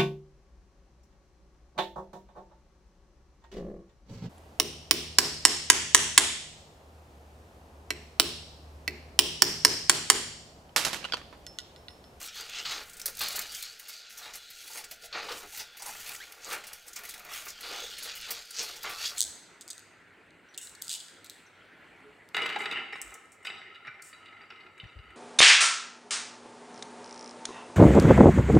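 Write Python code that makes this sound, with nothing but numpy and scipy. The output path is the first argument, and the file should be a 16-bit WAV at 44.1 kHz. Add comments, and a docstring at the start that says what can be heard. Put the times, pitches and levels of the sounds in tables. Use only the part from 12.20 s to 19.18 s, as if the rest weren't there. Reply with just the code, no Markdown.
"""A creased sheet crackles and scissors start biting through it, at a table in a small room.
One microphone stands a few steps away. Shear, rubbing and flapping are filtered grainy noise under gesture
curves; cracks, bites and knocks are short noise bursts; snaps are dying tone pairs; a blade squeaks once.
A sparse-tap room tail follows the paper, over a quiet room hush and a low swelling rumble of filtered noise.
"""
import sys
import numpy as np
from scipy import signal
from scipy.io import wavfile
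from scipy.ndimage import uniform_filter1d

SR = 44100
rng = np.random.default_rng(int(sys.argv[2]) if len(sys.argv) > 2 else 0)


def unload_wav(signal):
    """Save mono or channel-first audio to the path in sys.argv[1] as 16-bit WAV at rate SR, clipped to [-1, 1]."""
    wavfile.write(
        sys.argv[1],
        SR,
        np.round(np.clip(np.atleast_2d(signal).T, -1, 1) * 32767).astype(np.int16),
    )


def decibels_to_gain(level_db):
    """Convert a level in decibels to a linear amplitude gain (20 dB per decade)."""
    exponent = np.asarray(level_db, float) / 20
    return 10 ** exponent


N = 307818  # length in samples

# Tables of a spectrum give, in each row, frequency in Hz and relative level in dB per Hz.
# The coming and going of the rumble, and less so of the hush. Each row: time in seconds, rumble level in dB.
SWELL = [(0.0, -67), (1.11, -60.5), (1.81, -82), (2.08, -67), (2.27, -77), (3.22, -64), (3.58, -74),
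         (3.75, -64.5), (4.16, -76), (4.35, -64.5), (4.68, -74), (4.88, -68.5), (6.2, -65.5), (6.315, -83),
         (6.4, -67.5), (6.98, -65)]


def sheet():
    """The same parting fibres are heard in shear and rub; slower slaps shake the sheet."""
    fibres = grains(per_s=4000, spread_db=1.45, length_s=0.001)
    slaps = grains(per_s=400, spread_db=2.2, length_s=0.007)
    return shear(fibres) + rub(fibres) + flap(slaps)


def shear(fibres):
    """Each closing of the blades parts fibres, loudest around the pitch of the cut edge."""
    # Each row: moment of most force in seconds, force in dB, build-up in seconds, let-off in seconds,
    # pitch of the cut edge in Hz.
    strokes = [(.085, -43.5, 0.09, 0.03, 3550), (.18, -39.5, 0.046, 0.08, 3300),
               (.39, -35, 0.1, 0.037, 2500), (.465, -41, 0.03, 0.089, 3800),
               (.523, -36.5, 0.034, 0.083, 3800), (1.03, -37.5, 0.053, 0.31, 4350),
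               (1.21, -46.5, 0.11, 0.071, 4370), (1.35, -41.5, 0.042, 0.047, 3120),
               (1.44, -43, 0.06, 0.11, 4220), (1.71, -46, 0.077, 0.21, 4870),
               (2.04, -47.5, 0.087, 0.12, 3820), (2.59, -49.5, 0.86, 0.066, 4480),
               (2.72, -53.5, 0.022, 0.035, 4560), (2.84, -47, 0.018, 0.033, 4240),
               (2.97, -43, 0.025, 0.12, 2540), (3.17, -47.5, 0.28, 0.12, 3480),
               (3.36, -45, 0.058, 0.12, 4000), (3.67, -51, 0.1, 0.41, 2800), (3.91, -45, 0.3, 0.037, 2510),
               (4.04, -49, 0.088, 0.054, 2500), (4.25, -45, 0.037, 0.058, 6500),
               (4.31, -42.5, 0.028, 0.1, 2500), (4.47, -54, 0.2, 0.21, 2880), (4.76, -57, .05, 0.066, 3480),
               (4.9, -50, 0.056, 0.1, 3780), (5.15, -43, 0.057, 0.12, 3140), (5.54, -40, 0.16, 0.37, 3160),
               (5.83, -45.5, 0.037, 0.11, 4200), (5.891, -40, 0.081, 0.077, 2700),
               (6.05, -41, 0.11, 0.082, 2350), (6.16, -43.5, 0.093, 0.12, 3930),
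               (6.396, -34, 0.047, 0.063, 5800), (6.49, -42.5, 0.15, .13, 4170),
               (6.65, -41, 0.032, 0.17, 3130), (6.859, -34, 0.079, 0.058, 4970),
               (6.98, -39, 0.021, .1, 3760)]
    # Spectrum of paper being sheared.
    shear_spectrum = [(800, -45), (1100, -25), (1300, 0), (1700, -1), (4500, 5.5), (6800, 0), (7600, -1.5),
                      (10000, -22.5), (16000, -98.5)]
    s, force_db, rise, fall, hz = np.transpose(strokes)
    return edge(colour(fibres, shear_spectrum, ring=1.0), s, hz) * gestures(s, force_db, rise, fall)


def rub(fibres):
    """Fingers slide over the surface: bright fibre noise with random streaks of louder and softer pitch."""
    # Each row: moment of the top in seconds, level in dB, build-up in seconds, let-off in seconds.
    slides = [(.03, -48, 0.037, 0.018), (.075, -47, 0.42, 0.011), (.17, -51, 0.029, 0.076),
              (.54, -54, 0.5, 0.44), (.87, -54, 0.02, 0.19), (1.01, -44.5, 0.047, 0.33),
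              (1.1, -52, 0.087, 0.11), (1.16, -42, 0.02, 0.057), (1.36, -44, 0.035, 0.11),
              (1.59, -51, 0.0059, 0.07), (1.69, -48.5, 0.017, 0.088), (1.9, -52, 0.0073, 0.11),
              (1.98, -47, 0.0099, 0.082), (2.16, -51, 0.033, .045), (2.57, -46, 0.24, 0.057),
              (2.72, -50, 0.025, 0.044), (2.86, -47.5, 0.044, 0.013), (3.19, -47.5, 0.15, 0.05),
              (3.38, -43.5, 0.099, 0.051), (3.67, -47.5, 0.055, 0.43), (3.93, -48, 0.23, 0.081),
              (4.33, -41.5, 0.062, 0.046), (4.55, -55, 0.15, 0.14), (4.68, -52.5, 0.012, 0.03),
              (4.76, -58, 0.054, .14), (4.9, -50.5, 0.1, 0.13), (5.15, -43, 0.047, 0.11),
              (5.45, -51.5, 0.072, 0.71), (6.12, -48, 0.062, 0.086), (6.44, -48, 0.11, 0.16),
              (6.88, -45, 0.2, 0.057), (6.98, -46, 0.04, .05)]
    # Spectrum of fingers on paper.
    rub_spectrum = [(3000, -17), (6000, 13), (8000, 9), (12000, 9.5), (15500, 8), (17000, -37)]
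    streaks = patchy(signal.stft(colour(fibres, rub_spectrum, ring=0.78), nperseg=512)[2])
    rubbing = evened(signal.istft(streaks, nperseg=512)[1][:N])
    return rubbing * gestures(*np.transpose(slides))


def flap(slaps):
    """The sheet flaps in the hand, and the whole sheet booms below with the same slaps."""
    # Each row: moment of the top in seconds, level in dB, build-up in seconds, let-off in seconds,
    # boom of the whole sheet in dB re that level.
    flaps = [(0, -53, .1, 0.12, -5.5), (.19, -55, 0.025, 0.23, -5.5), (.41, -48.5, 0.098, 0.058, -6.5),
             (.52, -40.5, 0.022, 0.1, -8.5), (.89, -54.5, 0.21, 0.057, -1.5), (1.01, -47, 0.024, 0.29, -8),
             (1.18, -41.5, 0.12, 0.073, -9.5), (1.65, -62, 0.06, 0.41, -11), (2.06, -47, 0.064, .1, -10.5),
             (2.51, -58, 0.049, 0.22, -5), (2.57, -52.5, 0.12, 0.11, -4), (2.84, -65, 0.0092, 0.018, 6),
             (2.95, -36.5, .015, 0.093, -8), (3.11, -45.5, 0.096, 0.032, 2.5),
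             (3.24, -53.5, 0.17, 0.055, -0.5), (3.4, -47, 0.043, 0.041, -9), (3.67, -47, 0.079, .15, -8.5),
             (3.95, -52.5, 0.43, 0.026, -9), (4.1, -57.5, 0.17, 0.16, -5.5),
             (4.315, -41, 0.06, 0.054, -2.5), (4.345, -40, 0.041, 0.022, -12),
             (4.39, -47.5, .04, 0.11, -12), (4.53, -52.5, 0.083, 0.046, -11),
             (4.67, -55.5, .025, 0.055, -4), (4.78, -53, 0.039, 0.56, -8), (5.13, -46.5, 0.078, 0.082, -13),
             (5.27, -49.5, 0.061, 0.026, -8), (5.44, -47.5, 0.029, 0.22, -4.5),
             (5.55, -43, 0.08, 0.085, -8), (5.87, -52, 0.11, 0.12, -6), (6.12, -47.5, 0.1, 0.093, -6.5),
             (6.4, -48.5, 0.051, 0.22, -3.5), (6.649, -36.5, 0.0085, 0.08, -8),
             (6.88, -46, 0.096, 0.13, -9)]
    # Spectrum of the flapping.
    flap_spectrum = [(350, -24.5), (600, 5), (800, -0.5), (1150, -2), (1500, 0.5), (2500, -0.5),
                     (5000, -38)]
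    # Spectrum of the boom.
    boom_spectrum = [(120, -32), (300, -9), (410, -0.5), (520, 2), (700, -2), (1200, -49.5)]
    s, level_db, rise, fall, boom_db = np.transpose(flaps)
    flapping = colour(slaps, flap_spectrum, ring=1.0) * gestures(s, level_db, rise, fall)
    boom = colour(slaps, boom_spectrum, ring=0.69) * gestures(s, level_db + boom_db, rise, fall)
    return flapping + boom


def cracks():
    """Bright compact bursts of a crease, each with its own pitch and a duller body; faint ones fall at random."""
    # Creases cracking. Each row: time in seconds, peak in dB before colouring and trim,
    # body of the crack in dB re peak (likewise before its trim), length in seconds.
    creases = [(0.015, -21.5, -4, 0.0027), (0.061, -29.5, -9, 0.0096), (0.156, -32.5, -19, 0.0066),
               (0.2084, -26.5, -8, 0.0073), (0.2965, -24.5, -2, 0.0028), (0.509, -32, 4, 0.035),
               (0.696, -34, -20, 0.009), (0.733, -34.5, -37.5, 0.013), (0.769, -34, -21, 0.015),
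               (0.7975, -25.5, -0.5, 0.0084), (0.816, -25, -30, 0.0081), (0.858, -9.5, -12, 0.005),
               (0.8627, -14.5, -18, 0.0084), (0.878, -22, -4, 0.011), (0.896, -29, -12, 0.014),
               (0.951, -30, -18, 0.0066), (0.97, -24, -24, 0.0056), (0.9915, -19.5, -30, 0.0077),
               (1.013, -18, -12, 0.011), (1.035, -21, -12, 0.007), (1.085, -16.5, -24, 0.0059),
               (1.117, -26, -14, 0.005), (1.125, -27, -13, 0.0095), (1.157, -19.5, -10, 0.004),
               (1.161, -17, -8, 0.013), (1.192, -17.5, -2, 0.0078), (1.215, -25, -6, 0.012),
               (1.32, -30.5, -7, 0.013), (1.348, -21.5, -6, 0.0073), (1.426, -21, -39, 0.0071),
               (1.596, -31.5, 0, 0.012), (1.684, -31.5, -25, 0.02), (1.904, -38.5, 5, 0.014),
               (2.136, -33.5, 3, 0.024), (2.154, -28.5, -24, 0.016), (2.303, -33, 0, 0.011),
               (2.476, -32, -1, 0.0094), (2.546, -31, -8, 0.01), (2.574, -29.5, 3, 0.033),
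               (2.642, -30, -1.5, 0.012), (2.712, -27, 0.5, 0.013), (3.117, -33, 9, 0.017),
               (3.348, -32.5, 3, 0.0092), (3.372, -28.5, -0.5, 0.023), (3.395, -27.5, 3, 0.027),
               (3.57, -34.5, 1, 0.02), (3.596, -36, -1, 0.023), (3.621, -27, -8, 0.016),
               (3.661, -27, -11, 0.018), (3.684, -30.5, -11, 0.029), (3.798, -33.5, 1.5, 0.023),
               (3.874, -31, 1, 0.026), (3.892, -24, 5, 0.0066), (3.9495, -25, -1, 0.006),
               (3.962, -30, -10, 0.0073), (4.122, -30, 1, 0.0077), (4.25, -38, -14, 0.012),
               (4.327, -26.5, 3, 0.017), (4.44, -35, 7, 0.011), (4.469, -31, -9, 0.019),
               (4.532, -25.5, 1, 0.0079), (4.667, -40, -10, 0.019), (4.681, -31, -7, 0.011),
               (4.732, -29.5, -6, 0.0078), (4.76, -26, -5, 0.019), (4.789, -33, 3, 0.012),
               (4.835, -32.5, 3, 0.013), (4.851, -30, 3.5, 0.013), (4.891, -26, -3, 0.016),
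               (4.939, -32, 5, 0.014), (4.978, -36, -5, 0.007), (4.995, -33.5, -4.5, 0.0077),
               (5.049, -34, -7, 0.0087), (5.12, -37, 1, 0.012), (5.253, -32.5, -15, 0.028),
               (5.282, -29, -2, 0.029), (5.304, -22.5, -18, 0.004), (5.408, -29.5, -1, 0.012),
               (5.603, -32, -10, 0.007), (5.64, -34, -12, 0.012), (5.711, -37, -6, 0.008),
               (5.7835, -28, 3, 0.014), (5.828, -28.5, -7, 0.042), (5.953, -32, -12, 0.038),
               (6.012, -32, -15, 0.0075), (6.107, -18, -3.5, 0.017), (6.254, -40, -20, 0.008),
               (6.3075, -25.5, -10, 0.0076), (6.427, -28.5, -15, 0.019), (6.564, -33, -1, 0.013),
               (6.63, -26.5, -10.5, 0.012), (6.694, -32, 6.5, 0.034)]
    # Spectrum of the bright part.
    crack_spectrum = [(2000, -10), (4500, 9.5), (6000, 6), (8000, 6), (11000, 3), (15500, 6), (17000, -9)]
    # Spectrum of the body.
    thud_spectrum = [(300, -5.5), (1000, -18.5), (2000, 12), (4000, 4), (5500, -2.5), (9000, -60.5)]
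    spike_db, spike_s = -8, 0.00012  # a brief spike over the noise at each opening
    bright, body = np.zeros((2, N))
    # 24 small cracks at random moments, spread by 4 dB either way
    ticks = [(when * N / SR, -51 + 4 * (2 * size - 1), -6, 0.006)
             for when, size in rng.random((24, 2))]
    for s, peak_db, body_db, length in creases + ticks:
        rise = 0.0007 + 0.1 * length  # longer cracks also start more slowly
        hz = rng.uniform(5000, 14000)
        at, sound = burst(s, length, rise, 1.7, hz, sharpness=4, ring_share=0.6)
        t = np.arange(len(sound)) / SR
        spike = decibels_to_gain(spike_db) * np.exp(-((t - rise) / spike_s) ** 2)
        add(bright, at, decibels_to_gain(peak_db) * sound * (1 + spike))
        add(body, at, decibels_to_gain(peak_db + body_db) * sound)
    bright = decibels_to_gain(-15.0) * colour(bright, crack_spectrum, ring=0.084)
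    return bright + decibels_to_gain(-17.0) * colour(body, thud_spectrum, ring=0.86)


def snaps():
    """A stiff fibre or fold lets go: a close pair of dying tones with a little grit, starting at once."""
    # Each row: time in seconds, peak of the lower tone in dB, its pitch in Hz.
    clicks = [(0.4542, -34, 4550), (0.4559, -28, 2910), (0.4603, -29, 4670), (0.4664, -29, 3420),
              (0.497, -28, 4430), (0.52, -28, 3000), (0.816, -32, 5260), (0.859, -27, 5360),
              (1.192, -21.5, 7400), (1.427, -35, 3620), (3.9476, -36, 1930), (3.953, -40, 3000),
              (4.246, -32, 7170), (4.2525, -34, 6860), (4.291, -38, 1200), (4.312, -34, 4570),
              (4.348, -36, 2340), (5.431, -36, 4250), (6.3864, -23, 6500), (6.391, -24.5, 5700),
              (6.3941, -21.5, 5200), (6.631, -42, 2440)]
    cycles = 6  # of the lower tone, over which the ring falls to 1/e
    out, t = np.zeros(N), np.arange(1500) / SR
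    for (s, peak_db, hz), (detune, phase) in zip(clicks, rng.random((len(clicks), 2))):
        upper_hz = hz * (1.08 + 0.1 * detune)
        pair = np.sin(2 * np.pi * hz * t) + 0.6 * np.sin(2 * np.pi * (upper_hz * t + phase))
        grit = 0.09 * np.diff(rng.standard_normal(len(t) + 1))
        add(out, round(s * SR), decibels_to_gain(peak_db) * (pair + grit) * np.exp(-t * hz / cycles))
    return out


def bites():
    """A crunch starts at once when the blades close on fresh paper, then fades."""
    # Each row: time in seconds, peak in dB before colouring and trim, pitch in Hz,
    # length in seconds (anything over 0.09 counts as 0.09).
    closings = [(0.157, -37.5, 4160, 0.099), (0.451, -26, 4710, 0.12), (1.007, -21, 4320, 0.044),
                (1.431, -42, 3560, 0.032), (2.638, -32.5, 1940, 0.0071), (2.927, -28.5, 4250, 0.11),
                (3.085, -28, 980, 0.055), (3.401, -30.5, 2230, 0.0039), (3.919, -27.5, 2200, 0.0059),
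                (4.311, -27.5, 1400, 0.027), (4.33, -30, 2290, 0.014), (4.763, -34, 2280, 0.028),
                (5.142, -34.5, 2240, 0.077), (5.432, -32.5, 4300, 0.13), (6.397, -41, 4710, 0.1),
                (6.642, -33.5, 1030, 0.099)]
    # Spectrum of the crunch.
    crunch_spectrum = [(200, -12), (450, -10.5), (1200, 2), (4500, 1), (7000, -14), (11000, -35)]
    crunch = np.zeros(N)
    for s, peak_db, hz, length in closings:
        at, sound = burst(s, length, 0.001218, 1.0, hz, sharpness=3.7, ring_share=0.39)
        add(crunch, at, decibels_to_gain(peak_db) * sound)
    return decibels_to_gain(-13) * colour(crunch, crunch_spectrum, ring=0.7)


def knocks():
    """The curled sheet is tapped or pops: a short puff of noise rings its hollow."""
    # Each row: time in seconds, peak in dB, pitch of the hollow in Hz.
    taps_and_pops = [(2.5, -48.5, 850), (2.573, -45, 820), (2.713, -50.5, 660), (2.838, -50, 694),
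                     (3.326, -52, 833), (3.4, -46, 840), (3.599, -43.5, 840), (3.623, -49, 880),
                     (3.66, -40, 920), (3.689, -48, 850), (3.89, -50, 845), (4.253, -50, 525),
                     (4.974, -49.5, 720), (5.47, -49, 476), (5.511, -43.5, 480), (5.62, -43.5, 484),
                     (6.561, -50.5, 840)]
    out = np.zeros(N)
    for s, peak_db, hz in taps_and_pops:
        at, puff = burst(s, 0.02, 0.002, 1.2, hz, sharpness=4, ring_share=0)
        hollow = signal.iirpeak(hz, 5.1, SR)
        rung = signal.lfilter(*hollow, signal.lfilter(*hollow, puff))
        add(out, at, decibels_to_gain(peak_db) * rung / np.abs(rung).max())
    return out


def squeak():
    """A blade drags: a rising stick-slip tone with two overtones, wavering in pitch and fluttering in level."""
    # Each row: time in seconds, pitch in Hz, level of the lowest tone in dB, both before waver and flutter.
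    drag = [(3.997, 1430, -58), (4.006, 1600, -43), (4.016, 1900, -45), (4.032, 2260, -46),
            (4.042, 2420, -56)]
    s, hz, db = np.transpose(drag)
    t = np.arange(N) / SR
    waver, flutter = (evened(uniform_filter1d(v, size=80)) for v in rng.standard_normal((2, N)))
    phase = 2 * np.pi * np.cumsum(np.interp(t, s, hz) * (1 + 0.014 * waver)) / SR
    tones = np.sin(phase) + 0.55 * np.sin(2 * phase) + 0.2 * np.sin(3 * phase)
    level = decibels_to_gain(np.interp(t, s, db, -200, -200))  # practically silent outside the drag
    return level * (1 + 0.3 * flutter) * tones


def room(x):
    """Sparse taps of random sign, each band dying at its own speed."""
    # Each row: frequency in Hz, time to die by 60 dB in seconds.
    decay = [(300, 0.26), (1500, 0.13), (5000, 0.15), (12000, 0.085)]
    taps = np.zeros(SR // 2)
    at = np.arange(300, len(taps) - 20, 20)
    taps[at + rng.integers(0, 20, len(at))] = rng.choice([-1., 1.], len(at))
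    hz, t, z = signal.stft(taps, SR, nperseg=256)
    dying = decibels_to_gain(-60 * t / read(decay, hz)[:, None])
    tail = signal.istft(z * dying, SR, nperseg=256)[1]
    return signal.oaconvolve(x, tail / np.linalg.norm(tail))[:N]


def hush():
    """Filtered noise of the quiet room, its level gently following a share of the rumble's swell."""
    # Spectrum of the hush.
    hush_spectrum = [(41, -56), (70, -18), (262, -1.5), (462, 5), (797, 4.5), (1070, -31), (1410, 16),
                     (1690, 11.5), (4380, 8), (6300, 0), (10200, -31), (14900, -24), (16000, -18)]
    s, db = np.transpose(SWELL)
    noise = colour(rng.standard_normal(N), hush_spectrum, ring=0.76)
    return played(noise, s, -57 + 0.14 * (db - db.mean()))


def rumble():
    """Low filtered noise that swells and sinks, at times within a tenth of a second."""
    # Spectrum of the rumble.
    rumble_spectrum = [(15, 0.5), (30, -10), (44, 3), (60, -6.5), (120, -9.5), (250, -12), (500, -50)]
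    return played(colour(rng.standard_normal(N), rumble_spectrum), *np.transpose(SWELL))


def grains(per_s, spread_db, length_s):
    """Noise in tiny bursts of uneven size: fibres parting one bunch after another."""
    starts = rng.random(N) < per_s / SR
    size = decibels_to_gain(spread_db * np.minimum(rng.exponential(1, N), 5)) * starts
    u = np.arange(800) / (SR * length_s)
    envelope = signal.oaconvolve(size, (1 - np.exp(-6 * u)) * np.exp(-u))[:N]
    return evened(envelope * rng.standard_normal(N))


def edge(x, s, hz):
    """Lifts a band with a narrow core that moves with the free length of the cut edge."""
    f, t, z = signal.stft(x, SR, nperseg=512)
    octaves = np.log2((f[:, None] + 1) / np.interp(t, s, hz))  # distance from the edge's pitch
    band_db = 5 * np.exp(-octaves ** 2 / 2)
    core_db = 4 * np.exp(-(octaves / 0.12) ** 2 / 2)
    return evened(signal.istft(patchy(z) * decibels_to_gain(band_db + core_db), SR, nperseg=512)[1][:N])


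def patchy(z):
    """Narrow random streaks of louder and softer noise, each lasting a few hundredths of a second."""
    patches = rng.standard_normal(z.shape[::-1]).T
    patches = uniform_filter1d(patches, size=2, axis=0)  # across frequency
    patches = uniform_filter1d(patches, size=12, axis=1)  # along time
    return z * decibels_to_gain(2.9 * evened(patches))  # rms swing in dB


def gestures(s, db, rise, fall):
    """Each gesture climbs in dB to its top and sinks again; overlapping ones add in power."""
    fall_db = 12  # gained over the build-up and lost over the let-off
    roundness = 1.08  # 1 = pointed top, 2 = a rounded swell
    steps = np.arange(0, N, 64)
    late = steps[:, None] / SR - s
    under_db = fall_db * np.maximum(-late / rise, late / fall) ** roundness
    gain = np.sqrt((decibels_to_gain(db - under_db) ** 2).sum(axis=1))
    return np.interp(np.arange(N), steps, gain)


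def burst(s, length, rise, squareness, hz, sharpness, ring_share):
    """Dense noise that rises fast and dies over its length; part of it rings at the pitch of the buckled patch."""
    t = np.arange(8000) / SR
    shape = (1 - np.exp(-(t / rise) ** 2)) * np.exp(-(t / min(length, 0.09)) ** squareness)
    noise = rng.standard_normal(len(t))
    ring = evened(signal.lfilter(*signal.iirpeak(hz, sharpness, SR), noise))
    start = round(max(s - rise, 0) * SR)
    return start, shape * (noise + ring_share * ring)


def colour(x, points, ring=0.):
    """Causal filter from a spectrum plus a share of the resonances; white noise keeps its rms."""
    # Resonances and one shallow dip near 1 kHz, shared by most filtered layers. Each row: frequency in Hz,
    # width in Hz, dB over the plain spectrum at a full share.
    resonances = [(460, 61, 8), (817, 160, 3), (1014, 90, -3.5), (1195, 285, 6.5), (1400, 45, 6),
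                  (2500, 1040, 2.5), (2890, 73, 3), (3407, 95, 4), (4350, 720, 2), (4710, 330, 1),
                  (6500, 530, 6), (10700, 40, 8)]
    hz = np.abs(np.fft.fftfreq(8192, 1 / SR))
    rings_db = sum(d / (1 + (2 * (hz - f) / w) ** 2) for f, w, d in resonances)
    log_gain = np.log(decibels_to_gain(read(points, hz) + ring * rings_db))
    # minimum phase: the filter answers at once
    taps = np.fft.ifft(np.exp(np.conj(signal.hilbert(log_gain)))).real[:4096]
    return signal.oaconvolve(x, taps / np.linalg.norm(taps))[:N]


def read(points, hz):
    """Reads a curve on a log-frequency axis."""
    f, value = np.transpose(points)
    return np.interp(np.log(hz + 1), np.log(f + 1), value)


def evened(x):
    """Scales to rms 1."""
    return x / np.sqrt(np.mean(x ** 2) + 1e-20)


def played(x, s, db):
    """Puts a level curve on a sound."""
    return x * decibels_to_gain(np.interp(np.arange(N) / SR, s, db))


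def add(mix, at, sound):
    """Adds a sound at a sample position."""
    part = mix[at:at + len(sound)]
    part += sound[:len(part)]


def scene():
    """Paper and blades with their room tail over hush and rumble, the same in both channels."""
    paper = sheet() + cracks() + snaps() + bites() + knocks() + squeak()
    mono = paper + decibels_to_gain(-9.5) * room(paper) + hush() + rumble()
    return np.tile(mono, (2, 1))


def roll_off(x):
    """The treble ends steeply here."""
    return signal.sosfilt(signal.butter(12, 16810, fs=SR, output="sos"), x)


def record(dry):
    """Limits the band to 15.9 kHz with a steep linear-phase filter and finishes the mix."""
    low_pass = signal.firwin(511, 15900, window=("kaiser", 9), fs=SR)
    limited = signal.oaconvolve(dry, low_pass[None], "same")
    return roll_off(limited)


dry = scene()
out = record(dry)
unload_wav(out)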